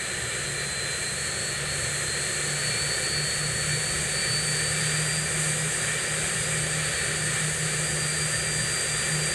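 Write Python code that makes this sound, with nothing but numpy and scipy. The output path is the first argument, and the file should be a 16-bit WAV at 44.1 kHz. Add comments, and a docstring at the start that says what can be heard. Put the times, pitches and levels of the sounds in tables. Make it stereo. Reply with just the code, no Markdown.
"""Powerboat gas turbine, on deck.

A few metres away, the turbine spools up gently and settles at idle. Its whine is a blade tone with
sidebands one shaft rate apart; a faster stage adds a thin whistle nearly an octave above.
The exhaust hums and rumbles, the casing roars in fixed resonances and the intake hisses."""
import sys
import numpy as np
from scipy.fft import rfft, irfft, next_fast_len
from scipy.io import wavfile
from scipy.ndimage import map_coordinates

SR = 44100
rng = np.random.default_rng(int(sys.argv[2]) if len(sys.argv) > 2 else 0)


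def to_wav(sig):
    """Store sig (one row per channel, or 1-D mono) as 16-bit WAV at the path in sys.argv[1].

    Samples outside -1..1 are clipped; the rate is SR.
    """
    pcm = np.clip(np.atleast_2d(sig), -1, 1) * 32767
    pcm = np.round(pcm).astype(np.int16)
    wavfile.write(sys.argv[1], SR, pcm.T)  # frames by channels


N = 411894
WHINE_ORDER, WHISTLE_ORDER = 29.714, 53.849  # cycles per shaft turn


def amp(db):
    """Decibels to gain."""
    return 10 ** (np.asarray(db) / 20)


def unit_rms(x):
    """x scaled to rms 1."""
    return x / np.sqrt(np.mean(np.abs(x) ** 2) + 1e-20)


def at_hz(rows, hz):
    """(Hz, value) rows interpolated on a log frequency axis."""
    row_hz, values = np.transpose(rows)
    return np.interp(np.log(hz + 1), np.log(row_hz + 1), values)


def curves(rows):
    """One value per sample for each column after the time."""
    times_s, *columns = np.transpose(rows)
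    return [np.interp(np.arange(N) / SR, times_s, column) for column in columns]


def wobble(knots_per_s):
    """A smooth random curve."""
    coarse = np.linspace(0, N, N // 64)
    knots = rng.standard_normal(int(N * knots_per_s / SR) + 4)
    return np.interp(np.arange(N), coarse, map_coordinates(knots, [coarse * knots_per_s / SR]))


def opposed(x):
    """+x at the left microphone port, -x at the right."""
    return x * np.array([[1], [-1]])


# Each row: frequency in Hz, phase lead of the left port in radians.
PORT_LEAD = [(70, 0), (153, -1.25), (290, -3.1), (380, -4.6), (520, -5.5), (780, -4.5), (1280, -.5),
             (1560, -1.3), (2000, .2), (2500, 2.8), (4400, 2.7), (5200, 3.1), (8200, 6.28), (12000, 9.3),
             (13300, 9.6), (15000, 11)]


def lead_at(hz):
    """Radians by which the left port leads at a frequency."""
    return np.interp(hz, *np.transpose(PORT_LEAD))


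def tone(hz, lead_rad, scatter, flutter_hz, port_scatter):
    """A stereo line of rms 1, scattered by moving hot air a little differently at each port."""
    drift = lambda: wobble(flutter_hz) + 1j * wobble(flutter_hz)
    path = 1 + scatter * drift() + opposed(port_scatter * drift())
    phase = 2 * np.pi * (np.cumsum(hz) / SR + rng.random()) + opposed(lead_rad / 2)
    return unit_rms(path.real * np.cos(phase) - path.imag * np.sin(phase))


# Each row: frequency in Hz, left-right coherence from 0 to 1.
PORT_COHERENCE = [(100, .99), (600, .98), (850, .9), (1020, .25), (1280, .8), (1800, .85), (2150, .3),
                  (2700, .5), (3900, .35), (4300, .85), (5200, .95), (6500, .8), (8200, .94), (10000, .82),
                  (12500, .97), (14500, .7)]


def turbulence(colour_db):
    """Stereo flow noise of rms 1, coloured by a function of frequency."""
    size = next_fast_len(N + 8192)
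    hz = np.fft.rfftfreq(size, 1 / SR)
    mid, side = rfft(rng.standard_normal((2, size)))
    spread_rad = np.arccos(np.clip(at_hz(PORT_COHERENCE, hz), 0, 1)) / 2
    pair = np.cos(spread_rad) * mid + opposed(np.sin(spread_rad) * side)
    spectrum = pair * amp(colour_db(hz)) * np.exp(1j * opposed(lead_at(hz) / 2))
    return unit_rms(irfft(spectrum, size)[:, :N])


# Each row: time in seconds, level in dB of each of the four strong lines, lowest first.
WHINE_DB = [(0.0, -40.7, -38.7, -36.8, -44.8), (0.3, -39.8, -40.7, -44.1, -42.6),
            (0.6, -34.2, -39.6, -41.8, -40.3), (0.9, -34.8, -42.4, -37.3, -42.9),
            (1.2, -36.4, -36.7, -32.0, -41.7), (1.5, -43.7, -28.8, -34.5, -40.9),
            (1.81, -41.1, -29.2, -31.4, -43.3), (2.11, -34.6, -32.7, -30.7, -42.0),
            (2.41, -38.3, -32.8, -28.6, -45.2), (2.71, -40.1, -29.6, -26.1, -40.8),
            (3.01, -42.3, -26.2, -28.5, -44.6), (3.31, -39.5, -28.2, -31.0, -41.2),
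            (3.61, -34.3, -27.8, -35.9, -34.6), (3.91, -34.2, -30.7, -32.8, -42.1),
            (4.21, -35.7, -28.7, -35.4, -44.8), (4.51, -36.6, -29.9, -33.5, -44.4),
            (4.82, -38.5, -33.3, -33.4, -35.4), (5.12, -41.1, -36.1, -32.5, -36.3),
            (5.42, -38.2, -35.7, -34.1, -36.1), (5.72, -38.3, -36.6, -30.5, -35.2),
            (6.02, -39.5, -32.8, -32.8, -35.0), (6.32, -36.9, -32.5, -30.2, -36.9),
            (6.62, -40.2, -34.3, -34.3, -37.4), (6.92, -35.0, -40.5, -34.1, -36.3),
            (7.22, -34.6, -36.3, -35.0, -34.0), (7.52, -35.2, -35.1, -34.6, -36.6),
            (7.83, -36.2, -35.6, -37.0, -37.9), (8.13, -35.6, -36.8, -34.8, -36.7),
            (8.43, -38.3, -36.3, -34.4, -37.7), (8.73, -40.2, -34.2, -34.5, -36.6),
            (9.03, -40.4, -35.0, -34.3, -37.6), (9.33, -41.4, -33.8, -32.4, -39.7)]
# Each row: time in seconds, left port's lead in radians for each of those lines.
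WHINE_LEAD_RAD = [(0, 2, 2.5, 3.1, 3.4), (.7, 1.7, 2.5, 3.1, 3.4), (1.5, 1.9, 2.9, 4.2, 3.2),
                  (2.1, 1.9, 2.9, 3, 2.8), (2.8, 2, 2.6, 3.7, 3.1), (3.4, 2.9, 2.7, 3.3, 3.3),
                  (3.9, 2.9, 1.9, 2.7, 3), (4.25, 2.8, 4.8, 2.3, 3), (4.7, 2.8, 4.1, 3.3, 3.1),
                  (5.15, 2.7, 3.9, 4.5, 3.1), (5.5, 2.8, 3, 3.2, 3.1), (6.6, 2.6, 3.2, 3.2, 2.9),
                  (6.95, 2.2, 4.8, 3.2, 3), (7.3, 2.6, 3.6, 3.3, 3.1), (8, 2.8, 3.5, 4.6, 3.2),
                  (8.7, 3.1, 3.4, 5, 3.1), (9.34, 3, 3.4, 4.4, 3.1)]
# Levels in dB of the weak lines two orders below and three above the blade tone.
SKIRT_DB = [-50, -46.5]
# Each row: time in seconds, left level over right in dB.
WHINE_BALANCE_DB = [(0, 0), (1, 0), (1.4, -3), (2, -1), (2.7, -3.5), (3.1, -8), (3.7, -2), (4, -2),
                    (4.3, -9), (4.6, -6), (5, -3), (5.6, 0), (6.3, -2), (7, 0), (9.34, -1.5)]


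def whine(shaft_hz):
    """The blade tone, modulated once a turn into a comb of lines that swell and fade in turn."""
    lines = np.zeros((2, N))
    for sideband, db, lead_rad in zip((-1, 0, 1, 2), curves(WHINE_DB), curves(WHINE_LEAD_RAD)):
        hz = (WHINE_ORDER + sideband) * shaft_hz
        lines += amp(db) * tone(hz, lead_rad, scatter=.17, flutter_hz=22, port_scatter=.11)
    for sideband, db in zip((-2, 3), SKIRT_DB):
        hz = (WHINE_ORDER + sideband) * shaft_hz
        lines += amp(db) * tone(hz, lead_at(hz), scatter=.63, flutter_hz=20, port_scatter=.078)
    # the gliding lines pass through standing waves over the deck, which favour one port
    balance_db, = curves(WHINE_BALANCE_DB)
    port_gains = amp(opposed(balance_db / 2))
    return lines * port_gains / np.sqrt(np.mean(port_gains ** 2, axis=0))


# Relative levels in dB of the lines from three orders below the whistle to two above.
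WHISTLE_DB = [-53, -48, -43, -38, -43.5, -54]
# Each row: multiple of the whine, multiple of the whistle, offset in shaft orders.
MIXING_TONES = [(2, 0, -2), (2, 0, -1), (2, 0, 1), (2, 0, 2), (-1, 1, -2), (-1, 1, -1), (-1, 2, -31)]
# Relative level in dB of each mixing tone.
MIXING_DB = [-40.5, -44.5, -44, -48, -62, -53, -42]
# Each row: frequency in Hz, intake duct gain in dB.
DUCT_DB = [(3400, -14), (7300, -3.5), (7800, -4.5), (8300, 1.5), (8600, -1), (8900, -3.5), (9400, 0)]


def whistle(shaft_hz):
    """A faster stage and its mixing tones with the whine glide through the duct's resonance."""
    stage_orders = WHISTLE_ORDER + np.arange(-3, 3)
    mixing_orders = np.dot(MIXING_TONES, [WHINE_ORDER, WHISTLE_ORDER, 1])
    lines = np.zeros((2, N))
    for order, db in [*zip(stage_orders, WHISTLE_DB), *zip(mixing_orders, MIXING_DB)]:
        hz = order * shaft_hz
        line = tone(hz, lead_at(hz), scatter=.42, flutter_hz=30, port_scatter=.027)
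        lines += amp(db + at_hz(DUCT_DB, hz)) * line
    return lines


def blade_noise(shaft_hz):
    """Blades chop turbulent air into a hump of noise that glides with the whine."""
    hz = (WHINE_ORDER + .5) * shaft_hz
    return amp(-37) * tone(hz, lead_at(hz), scatter=30, flutter_hz=480, port_scatter=9)


# Each row: time in seconds, relative hum level in dB.
HUM_DB = [(0.0, -47), (0.62, -40.5), (0.75, -51), (0.88, -42), (1.06, -50), (1.12, -38), (1.35, -48),
          (1.58, -40.5), (2.39, -44), (2.47, -36), (2.7, -39), (2.78, -52), (2.86, -35), (2.96, -52),
          (3.04, -35), (3.09, -46), (3.25, -32.5), (3.33, -55), (3.41, -32), (3.64, -41), (3.69, -34),
          (3.87, -39.5), (4.14, -35), (4.21, -46), (4.37, -35), (4.71, -36), (4.84, -32), (5.23, -35),
          (5.31, -45), (5.36, -31), (5.7, -33), (5.75, -42), (5.96, -36.5), (6.03, -49), (6.11, -38),
          (6.4, -39.5), (6.45, -34), (6.84, -33), (6.97, -49), (7.15, -32.5), (7.36, -38.5), (7.46, -32.5),
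          (8.25, -35.5), (8.32, -41.5), (8.53, -34), (8.84, -46.5), (8.9, -33.5), (9.05, -43), (9.13, -30),
          (9.34, -38)]
# Each row: frequency in Hz, relative level in dB.
RUMBLE_SPECTRUM_DB = [(20, -55), (32, -35), (42, -17), (55, -14), (70, -7), (83, -6), (97, -20), (118, 0),
                      (137, -9), (168, -11), (182, -3), (210, -12), (300, -40), (600, -90)]


def exhaust(shaft_hz, rumble_db):
    """An unsteady hum at the shaft rate over the rumble of the flame."""
    hum_db, = curves(HUM_DB)
    hum = tone(shaft_hz, lead_at(shaft_hz), scatter=.25, flutter_hz=20, port_scatter=.03)
    rumble = turbulence(lambda hz: at_hz(RUMBLE_SPECTRUM_DB, hz))
    return amp(hum_db + 1.5) * hum + amp(rumble_db + 3.14) * rumble


# Each row of both: frequency in Hz, relative level in dB.
ROAR_SPECTRUM_DB = [(500, -40), (1000, -16), (1250, -8.5), (1600, -5), (2100, -6.3), (2750, -4.5),
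                    (3300, -6.5), (4100, -7.5), (4600, -8), (4980, -3.5), (5250, -8), (5700, -15),
                    (8000, -40)]
HULL_SPECTRUM_DB = [(120, -38), (190, -10.5), (225, -3.5), (280, -3.5), (340, 2), (430, -4), (520, -3),
                    (660, -10), (820, -8), (1000, -15), (1500, -26), (4000, -82)]
# Each row: centre in Hz, width in Hz, height over the roar in dB.
CASING_MODES = [(1433, 30, 3), (1788, 90, 8.5), (1911, 39, 7.5), (2341, 52, 11.5)]


def casing(roar_db):
    """Gas flow roars in the casing's resonances and booms in the hull."""
    def casing_db(hz):
        peaks_db = sum(db / (1 + (2 * (hz - centre_hz) / width_hz) ** 2)
                       for centre_hz, width_hz, db in CASING_MODES)
        return at_hz(ROAR_SPECTRUM_DB, hz) + peaks_db

    roar = amp(roar_db + 5.5 + .7 * wobble(8)) * turbulence(casing_db)
    boom = amp(roar_db - 1 + .3 * wobble(6)) * turbulence(lambda hz: at_hz(HULL_SPECTRUM_DB, hz))
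    return roar + boom


# Each row: frequency in Hz, relative level in dB.
HISS_SPECTRUM_DB = [(3000, -12), (5300, -8), (6200, -1.5), (7200, -1), (8100, 1.5), (8800, -1.5),
                    (9600, -4.5), (10500, -6.5), (11600, -6), (12700, -33), (13800, -16.5), (15000, -37)]


def intake(hiss_db):
    """Air tears past the inlet with a slightly wavering hiss."""
    return amp(hiss_db + 1 + .59 * wobble(9)) * turbulence(lambda hz: at_hz(HISS_SPECTRUM_DB, hz))


# Each row: time in seconds, shaft rate in Hz.
SHAFT_HZ = [(0, 142.56), (.8, 142.56), (1.2, 143), (1.6, 143.5), (2, 144.24), (2.4, 145.25), (2.8, 146.53),
            (3.2, 148.05), (4, 150.97), (4.4, 152.18), (4.8, 153.13), (5.2, 153.73), (5.6, 153.97),
            (6.4, 154.1), (7.6, 153.87), (8.8, 153.6), (9.34, 153.56)]
# Each row: time in seconds, relative levels in dB of exhaust rumble, casing roar and intake hiss.
FLOW_DB = [(0.0, -48, -35.5, -34.5), (0.21, -43.5, -36.5, -34.5), (0.65, -44.5, -36, -34),
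           (1.43, -43.5, -36, -33), (1.56, -45, -35.5, -33.5), (1.82, -41.5, -35.5, -33),
           (2.18, -43.5, -35, -31.5), (2.99, -43.5, -34.5, -31.5), (3.17, -39.5, -34, -32),
           (3.22, -43, -35, -32), (3.51, -40.5, -35, -32), (4.52, -42.5, -34, -30.5),
           (4.73, -41, -34, -31.5), (5.51, -44, -34, -30), (5.57, -41, -34, -30.5),
           (5.88, -43.5, -33.5, -30.5), (6.09, -45, -33.5, -32), (6.22, -41, -34, -31),
           (6.89, -44, -34, -31.5), (6.97, -40.5, -34, -31.5), (8.22, -43, -34.5, -31),
           (8.4, -39.5, -35, -31), (8.48, -43, -34, -31.5), (8.59, -38, -35, -31.5),
           (8.76, -43.5, -34, -30.5), (9.18, -42.5, -33.5, -30.5), (9.34, -41, -33.5, -31)]


def scene():
    """The shaft speed sets the pitch of every tone; the gas flow sets the noise levels."""
    shaft_hz, = curves(SHAFT_HZ)
    rumble_db, roar_db, hiss_db = curves(FLOW_DB)
    draw_gain = amp(hiss_db - np.max(hiss_db) - 1.5)  # grows with the air drawn in
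    blades = whine(shaft_hz) + draw_gain * (whistle(shaft_hz) + blade_noise(shaft_hz))
    return blades + exhaust(shaft_hz, rumble_db) + casing(roar_db) + intake(hiss_db)


def record(dry):
    """The microphone passes nothing above 15.2 kHz."""
    size = next_fast_len(N + SR // 2)
    passband = np.fft.rfftfreq(size, 1 / SR) < 15200
    return irfft(rfft(dry, size) * passband, size)[..., :N]


dry = scene()
out = record(dry)
to_wav(out)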